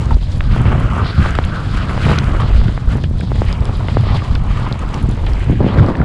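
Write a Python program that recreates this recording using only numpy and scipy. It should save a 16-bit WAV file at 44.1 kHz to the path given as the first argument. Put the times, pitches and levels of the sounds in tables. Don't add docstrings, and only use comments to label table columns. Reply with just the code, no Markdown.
import sys
import numpy as np
from scipy import signal
from scipy.fft import rfft, irfft, next_fast_len
from scipy.io import wavfile
from scipy.ndimage import uniform_filter1d

SR = 44100
rng = np.random.default_rng(int(sys.argv[2]) if len(sys.argv) > 2 else 0)


def waveform_to_disk(signal):
    frames = np.transpose(np.atleast_2d(signal))
    scaled = np.clip(frames, -1, 1) * 32767
    samples = np.round(scaled).astype(np.int16)
    wavfile.write(sys.argv[1], SR, samples)


def makeup_ratio(level_db):
    decades = np.asarray(level_db, float) / 20
    return 10 ** decades


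N = 266492

# time in seconds, strength in dB, extra depth of the thump in dB.
EDDY_STRENGTH = [(0.0, -15.5, -12), (0.1, -14.5, 2), (0.15, -11, 8), (0.18, -18.5, -3), (0.69, -9, -7.5),
                 (1.01, -14.5, -12), (1.16, -21, -0.5), (1.18, -9, -9), (1.29, -14.5, -6.5),
                 (1.85, -17.5, -3), (1.92, -15, -11.5), (2.62, -11, 0), (2.84, -22, -10.5), (2.88, -14, 2),
                 (2.96, -13.5, -14), (3.08, -13.5, -4), (3.23, -19.5, -7.5), (3.31, -13.5, -8),
                 (3.95, -14, -3), (4.0, -11, -8), (4.14, -11, -2.5), (4.27, -23.5, -3), (4.31, -13.5, -3.5),
                 (5.0, -20.5, -5.5), (5.03, -11, -9.5), (5.4, -20, 6), (5.5, -13, -17), (5.75, -19.5, -11),
                 (5.79, -2.5, -2), (5.96, -28, -1), (6.01, -5.5, -24), (6.04, -21, 1)]
# frequency in Hz, relative spectral density in dB.
THUMP_SPECTRUM = [(16, 1.5), (25, -7.5), (45, 1.5), (62, -8.5), (90, -9.5), (150, -61)]
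RUMBLE_SPECTRUM = [(40, -11), (62, -3.5), (80, -2), (125, -3.5), (170, -10.5), (250, -20.5), (400, -39),
                   (800, -69)]
# time in seconds, strength in dB,
# how squarely it meets the howling edge in dB.
AIR_STREAM = [(0.0, -32, -0.5), (0.1, -25.5, -13), (0.16, -32, -16), (0.19, -41, -28), (0.38, -32, -15),
              (0.47, -35, 0), (0.54, -30, 2.5), (0.62, -27.5, -3), (0.73, -23.5, -2.5), (0.85, -26.5, -3.5),
              (0.94, -30.5, 4), (1.02, -25, 1), (1.14, -34.5, 3), (1.25, -25, 3.5), (1.42, -30, -5),
              (1.57, -29.5, 3), (1.68, -30.5, -2), (1.8, -30, 1.5), (2.03, -26.5, -2), (2.1, -19.5, -5),
              (2.2, -30.5, 1.5), (2.44, -25.5, -4), (2.83, -36.5, -10), (2.9, -30, -1), (3.0, -34, -10),
              (3.08, -40, -53), (3.44, -34, -6), (3.52, -31, -1), (3.94, -32, -8.5), (4.15, -28.5, 4),
              (4.19, -34, -2), (4.3, -34, -1), (4.42, -32.5, -2.5), (4.52, -31.5, 0.5), (4.63, -30, 1.5),
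              (4.76, -31, -2), (4.95, -29, -4.5), (5.1, -29, -13), (5.15, -30, -22), (5.4, -31, -16),
              (5.48, -30, -19), (5.5, -27, -27), (5.58, -38, -30), (5.595, -25, -10), (5.61, -23, -35),
              (5.72, -27.5, 2), (5.81, -24, -3), (5.89, -21.5, -8), (5.95, -26.5, -15), (6.04, -23.5, -22)]
# frequency in Hz, relative spectral density in dB.
RUSH_SPECTRUM = [(120, -13), (200, 3), (300, -2), (450, -6), (700, -7.5), (1000, -11), (1600, -18.5),
                 (2400, -29.5), (4000, -38)]
# time in seconds, frequency in Hz.
HOWL_PITCH_HZ = [(0, 1059), (0.5, 1325), (0.7, 1245), (0.95, 1216), (1.3, 1428), (1.55, 1314), (1.65, 1453),
                 (1.8, 1223), (2.1, 1356), (2.4, 1212), (2.7, 1333), (3.6, 1077), (4.0, 1197),
                 (4.14, 979.7), (4.4, 1067), (4.7, 1198), (5.2, 1065), (5.47, 1210), (5.8, 1022)]
# time in seconds, pressure as scrape level in dB,
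# fineness of the snow thrown up in dB.
SKI_PRESSURE = [(0.0, -43, -7), (0.34, -47.5, 3.5), (0.67, -32.5, -12.5), (1.01, -36.5, -11),
                (1.06, -32, -1.5), (1.18, -37.5, -2.5), (1.35, -34.5, -7.5), (1.63, -41.5, -1),
                (1.95, -37.5, -4), (2.15, -34, -6), (2.25, -39.5, -14), (2.47, -36, -3.5),
                (2.71, -41.5, -0.5), (2.84, -44, -4), (3.04, -45, 0), (3.08, -53, 1.5), (3.26, -50.5, 5.5),
                (3.53, -35, -8), (3.57, -42, -8.5), (3.85, -42, 0), (4.09, -35, -2.5), (4.41, -43.5, -2.5),
                (4.55, -35, -7.5), (4.67, -38, -6), (4.8, -41.5, -8.5), (5.0, -40, -6), (5.23, -43.5, -4),
                (5.47, -35, -12), (5.62, -41.5, -5), (5.68, -30, -8.5), (6.04, -47, -2)]
# frequency in Hz, relative spectral density in dB.
SCRAPE_SPECTRUM = [(900, -34), (1500, 4), (2000, 6), (3100, 3), (3700, -12), (5000, -51)]
HISS_SPECTRUM = [(2200, -20), (3300, 3), (4000, 1.5), (5000, -3), (5800, -17.5), (8000, -41)]
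SPRAY_SPECTRUM = [(4000, -3), (5600, -1), (7500, -1.5), (9800, -8.5), (11500, -17), (14000, -40),
                  (16000, -65)]
# middle in seconds, length in seconds, level change in dB.
POWDER_PUFFS = [(0.01, 0.19, 6.5), (0.34, 0.16, 4.5), (0.56, 0.17, 4), (1.257, 0.29, 6), (1.687, 0.36, 4.5),
                (2.078, 0.44, 7.5), (2.275, 0.16, 5.5), (2.4, 0.08, 3.5), (2.56, 0.11, 1),
                (2.824, 0.17, -5), (2.92, 0.13, 7), (3.433, 0.22, 2), (3.74, 0.069, 4), (4.43, 0.099, -5),
                (5.792, 0.036, 5), (5.788, 0.99, -5)]
# deepest point in seconds, strength in dB, time scale in ms
PRESSURE_POPS = [(0.0163, -17, 0.42), (0.1698, -13, 0.84), (0.4077, -11.5, 0.11), (0.564, -9, 0.27),
                 (0.6554, -12.5, 0.28), (0.7194, -13, 0.21), (0.7285, -7, 0.2), (0.967, -10.5, 0.3),
                 (1.2608, -6.5, 0.19), (1.3882, 2, 0.19), (1.978, -10, 0.23), (2.0671, -8.5, 0.28),
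                 (2.0842, -10, 0.17), (2.3493, -10.5, 0.19), (2.3524, -12, 0.16), (2.6154, -14, 0.18),
                 (2.688, -6, 1.47), (2.7774, -11.5, 0.19), (2.9554, -14, 0.35), (2.9835, -17, 0.24),
                 (3.041, -13, 0.68), (3.113, -15, 1.03), (3.201, -18.5, 0.46), (3.239, -20, 0.5),
                 (3.3187, -9.5, 0.33), (3.4196, -4.5, 0.36), (3.445, -21, 0.3), (3.695, -15, 0.4),
                 (3.811, -22, 0.19), (3.8856, -10.5, 0.25), (3.9705, -0.5, 0.36), (4.07, -12.5, 0.5),
                 (4.7152, -13.5, 0.41), (4.8375, -16, 0.22), (5.041, -6, 2.5), (5.090, -7, 1.16),
                 (5.499, -6.5, 0.93), (5.5249, -10, 0.76), (5.562, -6, 1.9), (5.6058, -5.5, 0.48),
                 (5.611, -3, 0.62), (5.645, -4.5, 0.65), (5.666, -2.5, 0.61), (5.7835, -21, 0.5),
                 (5.887, -3.5, 0.48), (5.910, -10, 0.7), (6.005, -6, 0.6)]
# start in seconds, end in seconds,
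# greatest strength over the buffet's in dB, shortest time scale in ms.
RIPPLE_SPANS = [(0, 6.04, -7.5, 0.49), (5.601, 6.04, -4.5, 0.3)]
RIPPLE_NUMBERS = [110, 30]
# time in seconds, strength in dB,
# dullness in dB (above 0 a bigger, lower grain).
LOUD_CRYSTALS = [(0.0567, -28, -6), (0.1444, -49.5, 13), (0.2483, -46, 3), (0.3047, -41, -4),
                 (0.318, -44, 6.5), (0.3614, -43, 2), (0.56, -39, -18), (0.617, -37, -18),
                 (0.801, -32, -13), (0.837, -34, -8), (0.959, -37, -15), (1.228, -22.5, -3.5),
                 (1.3076, -24, -3.5), (1.353, -30, 4.5), (1.449, -27.5, -11), (2.019, -40, 3),
                 (2.1194, -29, -5), (2.187, -32.5, 8), (2.3191, -40, 6), (2.4823, -39, -3),
                 (3.037, -38, 6.5), (3.1836, -41, -16), (3.2064, -26.5, -3), (3.485, -37, 0),
                 (3.527, -42, 6.5), (3.606, -38, 3.5), (3.654, -28.5, 0), (4.009, -38, 4.5),
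                 (4.171, -47, 14), (4.352, -33.5, 4.5), (4.599, -36, -10), (4.7256, -47.5, 12),
                 (4.792, -31.5, -9), (4.89, -37, 3), (4.9425, -31.5, 4), (5.027, -39, -16),
                 (5.091, -30, -13), (5.2641, -31, 4.5), (5.3342, -27, -4.5), (5.744, -48, -10),
                 (5.7753, -39, -2), (5.8626, -36.5, 3)]
# low edge in Hz, high edge in Hz, sensitivity of the port in dB,
# share of the dullness.
CRYSTAL_BANDS = [(5700, 8000, -4.5, -0.39), (3300, 5400, 7, 1.46), (9400, 10430, -22, -1.25),
                 (11100, 13500, -33, -1.3)]
# start in seconds, ring level in dB, ring frequency in Hz, crack peak in dB,
# cycles in which the ring dies by 60 dB.
GEAR_CLACKS = [(0.1083, -15, 1340, -38, 22), (0.4066, -4, 1670, -16, 8), (1.305, -20, 1520, -29, 30),
               (1.351, -14, 1300, -19, 37), (1.439, -28, 1187, -18, 30), (1.81, -21, 1210, -46, 32),
               (1.893, -16, 1273, -48, 40), (2.1832, -11, 1440, -17, 30), (2.4, -10, 1100, -23, 25),
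               (2.4183, -12, 1170, -20, 27), (2.5302, -22.5, 1976, -43, 50), (2.681, -19.5, 1434, -22, 25),
               (3.039, -22.5, 1710, -19, 30), (3.21, -16, 1590, -28, 22), (3.8075, -17, 960, -36, 25),
               (3.884, -9.5, 2040, -34, 19), (3.887, -19, 900, -43, 22), (4.088, -16, 1250, -35, 28),
               (4.219, -17, 1170, -42, 35), (4.354, -22, 1460, -19, 32), (4.665, -10.5, 1013, -24, 28),
               (4.937, -18, 857, -25.5, 25), (4.98, -21, 996, -40, 32), (5.265, -23, 808, -19.5, 30),
               (5.521, -24, 690, -26, 30), (5.555, -25, 1670, -45, 40), (5.785, -11, 1540, -24, 31),
               (5.795, -11, 1370, -22, 26), (5.9525, -14.5, 1724, -26, 22), (5.998, -20, 1576, -40, 30),
               (6.015, -11, 1383, -30, 30)]
# frequency in Hz, relative spectral density in dB.
FLUTTER_SPECTRUM = [(70, -18), (110, 0.5), (180, -2), (300, -6), (480, -16.5), (800, -29)]
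GRIT_SPECTRUM = [(300, -17), (500, 3.5), (900, -5), (1500, -11), (2300, -16), (3500, -43)]

SIDE_GUST_S, SIDE_SECOND_S, SIDE_RISE_S = 5.49, 5.6, 0.009


def rms_one(x):
    return x / np.sqrt(np.mean(x ** 2) + 1e-20)


def in_time(rows):
    s, *columns = np.transpose(rows)
    return [np.interp(np.arange(N) / SR, s, c) for c in columns]


def drift(rate_hz):
    step = 20
    r = np.exp(-2 * np.pi * rate_hz * step / SR)
    noise = rng.standard_normal(N // step + 2002)
    slow = signal.lfilter([1], [1, -2 * r, r * r], noise)[2000:]
    return np.interp(np.arange(N) / step, np.arange(len(slow)), rms_one(slow))


def coloured(spectrum, x):
    size = next_fast_len(N)
    hz, db = np.transpose(spectrum)
    log_hz = np.log(np.arange(1, size // 2 + 2) * SR / size)
    weight = makeup_ratio(np.interp(log_hz, np.log(hz), db, left=-99, right=-99))
    return rms_one(irfft(rfft(x, size) * weight, size)[:N])


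def turbulence(flicker_db, flicker_hz, grit_db):
    return rng.standard_normal(N) * makeup_ratio(flicker_db * drift(flicker_hz) + grit_db * drift(234))


def evened(x, span_s, share):
    swell = np.sqrt(uniform_filter1d(x ** 2, round(span_s * SR)) + 1e-3)
    return rms_one(x / swell ** share)


def add(out, s, burst):
    at = round(s * SR)
    out[at:at + len(burst)] += burst[:N - at]


def band_bursts(grains, low_hz, high_hz, order=2):
    band = signal.butter(order, [low_hz, high_hz], "band", fs=SR, output="sos")
    bursts = signal.sosfilt(band, grains)
    return bursts / np.abs(bursts).max(axis=1, keepdims=True)


def crunch(per_s, size_db, fade_s):
    jumps = (rng.random(N) < per_s / SR) * np.minimum(rng.exponential(1, N), 2.5)
    return size_db * signal.lfilter([1], [1, -np.exp(-1 / (fade_s * SR))], jumps)


def puffs():
    t = np.arange(N) / SR
    return sum(db * np.cos(np.pi * np.clip((t - s) / length, -0.5, 0.5)) ** 2
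               for s, length, db in POWDER_PUFFS)


def buffeting(rumble):
    eddy_db, deep_db = in_time(EDDY_STRENGTH)
    swap_db = 4 * drift(12)
    lump_db = 1.1 * drift(6.9)
    broken_db = -15 * np.clip((np.arange(N) / SR - SIDE_GUST_S) / SIDE_RISE_S, 0, 1)
    thump = evened(coloured(THUMP_SPECTRUM, rng.standard_normal(N)), span_s=0.42, share=0.27)
    thump = makeup_ratio(broken_db + deep_db + swap_db) * thump
    rumble = makeup_ratio(-3.5 - 0.28 * deep_db - 0.43 * swap_db) * rumble
    return makeup_ratio(eddy_db + lump_db) * (thump + rumble)


def howl(centre_hz, width_hz, gust):
    low_pass = signal.butter(2, width_hz / 2, fs=SR, output="sos")
    slow = [signal.sosfilt(low_pass, turbulence(0.29, 30, 3.1) * gust) for side in range(2)]
    wander = 0.05 * drift(12)
    phase = 2 * np.pi * np.cumsum(centre_hz * (1 + wander)) / SR
    return rms_one(slow[0] * np.cos(phase) + slow[1] * np.sin(phase))


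def air_stream(gust_db, rumble):
    air_db, edge_db = in_time(AIR_STREAM)
    howl_hz, = in_time(HOWL_PITCH_HZ)
    swing = 1.2 + uniform_filter1d(np.abs(rumble), size=600)
    rush = coloured(RUSH_SPECTRUM, turbulence(1.37, 28, 3.3) * makeup_ratio(1.2 * gust_db) * swing)
    edge_howl = howl(howl_hz, width_hz=420, gust=makeup_ratio(2.0 * gust_db))
    return makeup_ratio(air_db) * (makeup_ratio(1.5) * rush + makeup_ratio(-1.5 + edge_db) * edge_howl)


def skis_on_snow(gust_db):
    scrape_db, fine_db = in_time(SKI_PRESSURE)
    puff_db = puffs()
    scrape = coloured(SCRAPE_SPECTRUM, turbulence(1.97, 27, 1.8) * makeup_ratio(1.6 * gust_db))
    hiss = coloured(HISS_SPECTRUM, turbulence(2.06, 19, 0.75) * makeup_ratio(1.1 * gust_db))
    spray = coloured(SPRAY_SPECTRUM, turbulence(0.57, 35, 1.34) * makeup_ratio(2.2 * gust_db))
    spray_db = -53 + 0.29 * (scrape_db + 41) + 0.044 * fine_db + puff_db
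    lower_snow = makeup_ratio(0.88 * puff_db) * scrape + makeup_ratio(fine_db + 0.6 * puff_db) * hiss
    return makeup_ratio(scrape_db) * lower_snow + makeup_ratio(spray_db) * spray


def wind_and_skis():
    gust_db = 0.3 * drift(29) + crunch(per_s=40, size_db=1.1, fade_s=0.016)
    rumble = evened(coloured(RUMBLE_SPECTRUM, rng.standard_normal(N)), span_s=0.3, share=0.28)
    return buffeting(rumble) + air_stream(gust_db, rumble) + skis_on_snow(gust_db)


def random_pops():
    eddy_db, deep_db = in_time(EDDY_STRENGTH)
    sweeps = []
    for a, b, c in rng.random((70, 3)):
        sweeps.append((a * N / SR, eddy_db[int(a * N)] + 5 - 7.5 * b, 1.48 * (1 + 2.06 * c)))
    for (start, end, db, shortest_ms), count in zip(RIPPLE_SPANS, RIPPLE_NUMBERS):
        for a, b, c in rng.random((count, 3)):
            s = min(start + a * (end - start), (N - 1) / SR)
            sweeps.append((s, eddy_db[int(s * SR)] + db - 9.3 * b, shortest_ms * (1 + 2.07 * c)))
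    return sweeps


def pops():
    out, ms = np.zeros(N), np.arange(4000) * 1000 / SR
    port = signal.butter(8, 2450, fs=SR, output="sos")
    for s, db, swing_ms in list(PRESSURE_POPS) + random_pops():
        swings = np.log(1 + ms / swing_ms) / np.log(2.1)
        size = np.where(swings < 1, 0.97, 1) * np.exp(-(swings / 3.23) ** 4)
        soft = signal.butter(2, min(0.53 * 1000 / swing_ms, 9000), fs=SR, output="sos")
        step = makeup_ratio(db) * np.sin(np.pi * swings) * size + 1e-18
        pop = signal.sosfilt(np.vstack([soft, port]), step)
        add(out, max(s - pop.argmin() / SR, 0), pop)
    return out


def crystals(per_s, faint_db):
    faint = [(a * N / SR, faint_db - 12 * b, 3 - 24 * c) for a, b, c in rng.random((round(per_s * N / SR), 3))]
    rows = np.array(list(LOUD_CRYSTALS) + faint)
    out, t = np.zeros(N), np.arange(200) / SR
    grains = rng.standard_normal((len(rows), len(t))) * t * np.exp(-t / 0.0004)
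    own_db = 3.77 * rng.standard_normal((len(rows), len(CRYSTAL_BANDS)))
    ticks = np.zeros(grains.shape)
    for k, (low_hz, high_hz, db, share) in enumerate(CRYSTAL_BANDS):
        level_db = rows[:, [1]] + db + share * rows[:, [2]] + own_db[:, [k]]
        ticks += makeup_ratio(level_db) * band_bursts(grains, low_hz, high_hz)
    for s, tick in zip(rows[:, 0], ticks):
        add(out, s, tick)
    return out


def squeak():
    start_s, length_s = 0.1075, 0.018
    first_hz, settled_hz, settle_s = 1390, 900, 0.0015
    out, t = np.zeros(N), np.arange(round(length_s * SR)) / SR
    hz = settled_hz + (first_hz - settled_hz) * np.exp(-t / settle_s)
    part = t / length_s
    dip_db = -11 * np.exp(-((part - 0.45) / 0.097) ** 2)
    level = np.sin(np.pi * part) ** 0.3 * makeup_ratio(-14 - 4.9 * part + dip_db)
    add(out, start_s, level * np.sin(2 * np.pi * np.cumsum(hz) / SR))
    return out


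def clacks():
    out, t = np.zeros(N), np.arange(2000) / SR
    crack_s = np.array([[1.8 * cycles / hz] for s, db, hz, crack_db, cycles in GEAR_CLACKS])
    noise = rng.standard_normal((len(GEAR_CLACKS), len(t))) * makeup_ratio(-60 * t / crack_s)
    cracks = band_bursts(noise, 1350, 3720, order=4)
    for (s, db, hz, crack_db, cycles), crack in zip(GEAR_CLACKS, cracks):
        upper = 0.7 * np.sin(2 * np.pi * 1.433 * hz * t) * makeup_ratio(-60 * t / 0.025)
        ring = (np.sin(2 * np.pi * hz * t) + upper) * np.minimum(t / 0.001, 1)
        add(out, s, makeup_ratio(db - 60 * t * hz / cycles) * ring + makeup_ratio(crack_db) * crack)
    return out


def side_gust():
    t = np.arange(N) / SR - SIDE_GUST_S
    second_s = SIDE_SECOND_S - SIDE_GUST_S
    lull_db = np.interp(t, [0.04, second_s, second_s + SIDE_RISE_S], [0, -12, 0])
    level = np.clip(t / SIDE_RISE_S, 0, 1) * makeup_ratio(-14 - 12.5 * t + lull_db)
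    second = np.clip((t - second_s) / SIDE_RISE_S, 0, 1)
    flutter = coloured(FLUTTER_SPECTRUM, turbulence(4.1, 19.5, 1.48))
    grit = makeup_ratio(-12) * second * coloured(GRIT_SPECTRUM, turbulence(2.5, 45, 3.0))
    return level * (flutter + grit)


def swish():
    start_s, length_s, from_hz, to_hz = 5.62, 0.15, 2200, 4400
    part = np.clip((np.arange(N) / SR - start_s) / length_s, 0, 1)
    centre_hz = from_hz + (to_hz - from_hz) * part
    return makeup_ratio(-37.5) * np.sin(np.pi * part) * howl(centre_hz, width_hz=600, gust=1)


def scene():
    mix = wind_and_skis() + pops() + crystals(per_s=25, faint_db=-40.0) + squeak() + clacks()
    mix = mix + side_gust() + swish()
    return mix[None]


def top_cut(x):
    return signal.sosfilt(signal.butter(12, 15600, fs=SR, output="sos"), x)


def record(dry):
    dull = signal.sosfilt(signal.butter(4, 12500, fs=SR, output="sos"), dry)
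    dull = signal.sosfilt(signal.butter(1, 8, "high", fs=SR, output="sos"), dull)
    limited = np.clip(1.61 * np.tanh(dull / 1.66), -1, 1)
    return top_cut(limited)


dry = scene()
out = record(dry)
waveform_to_disk(out)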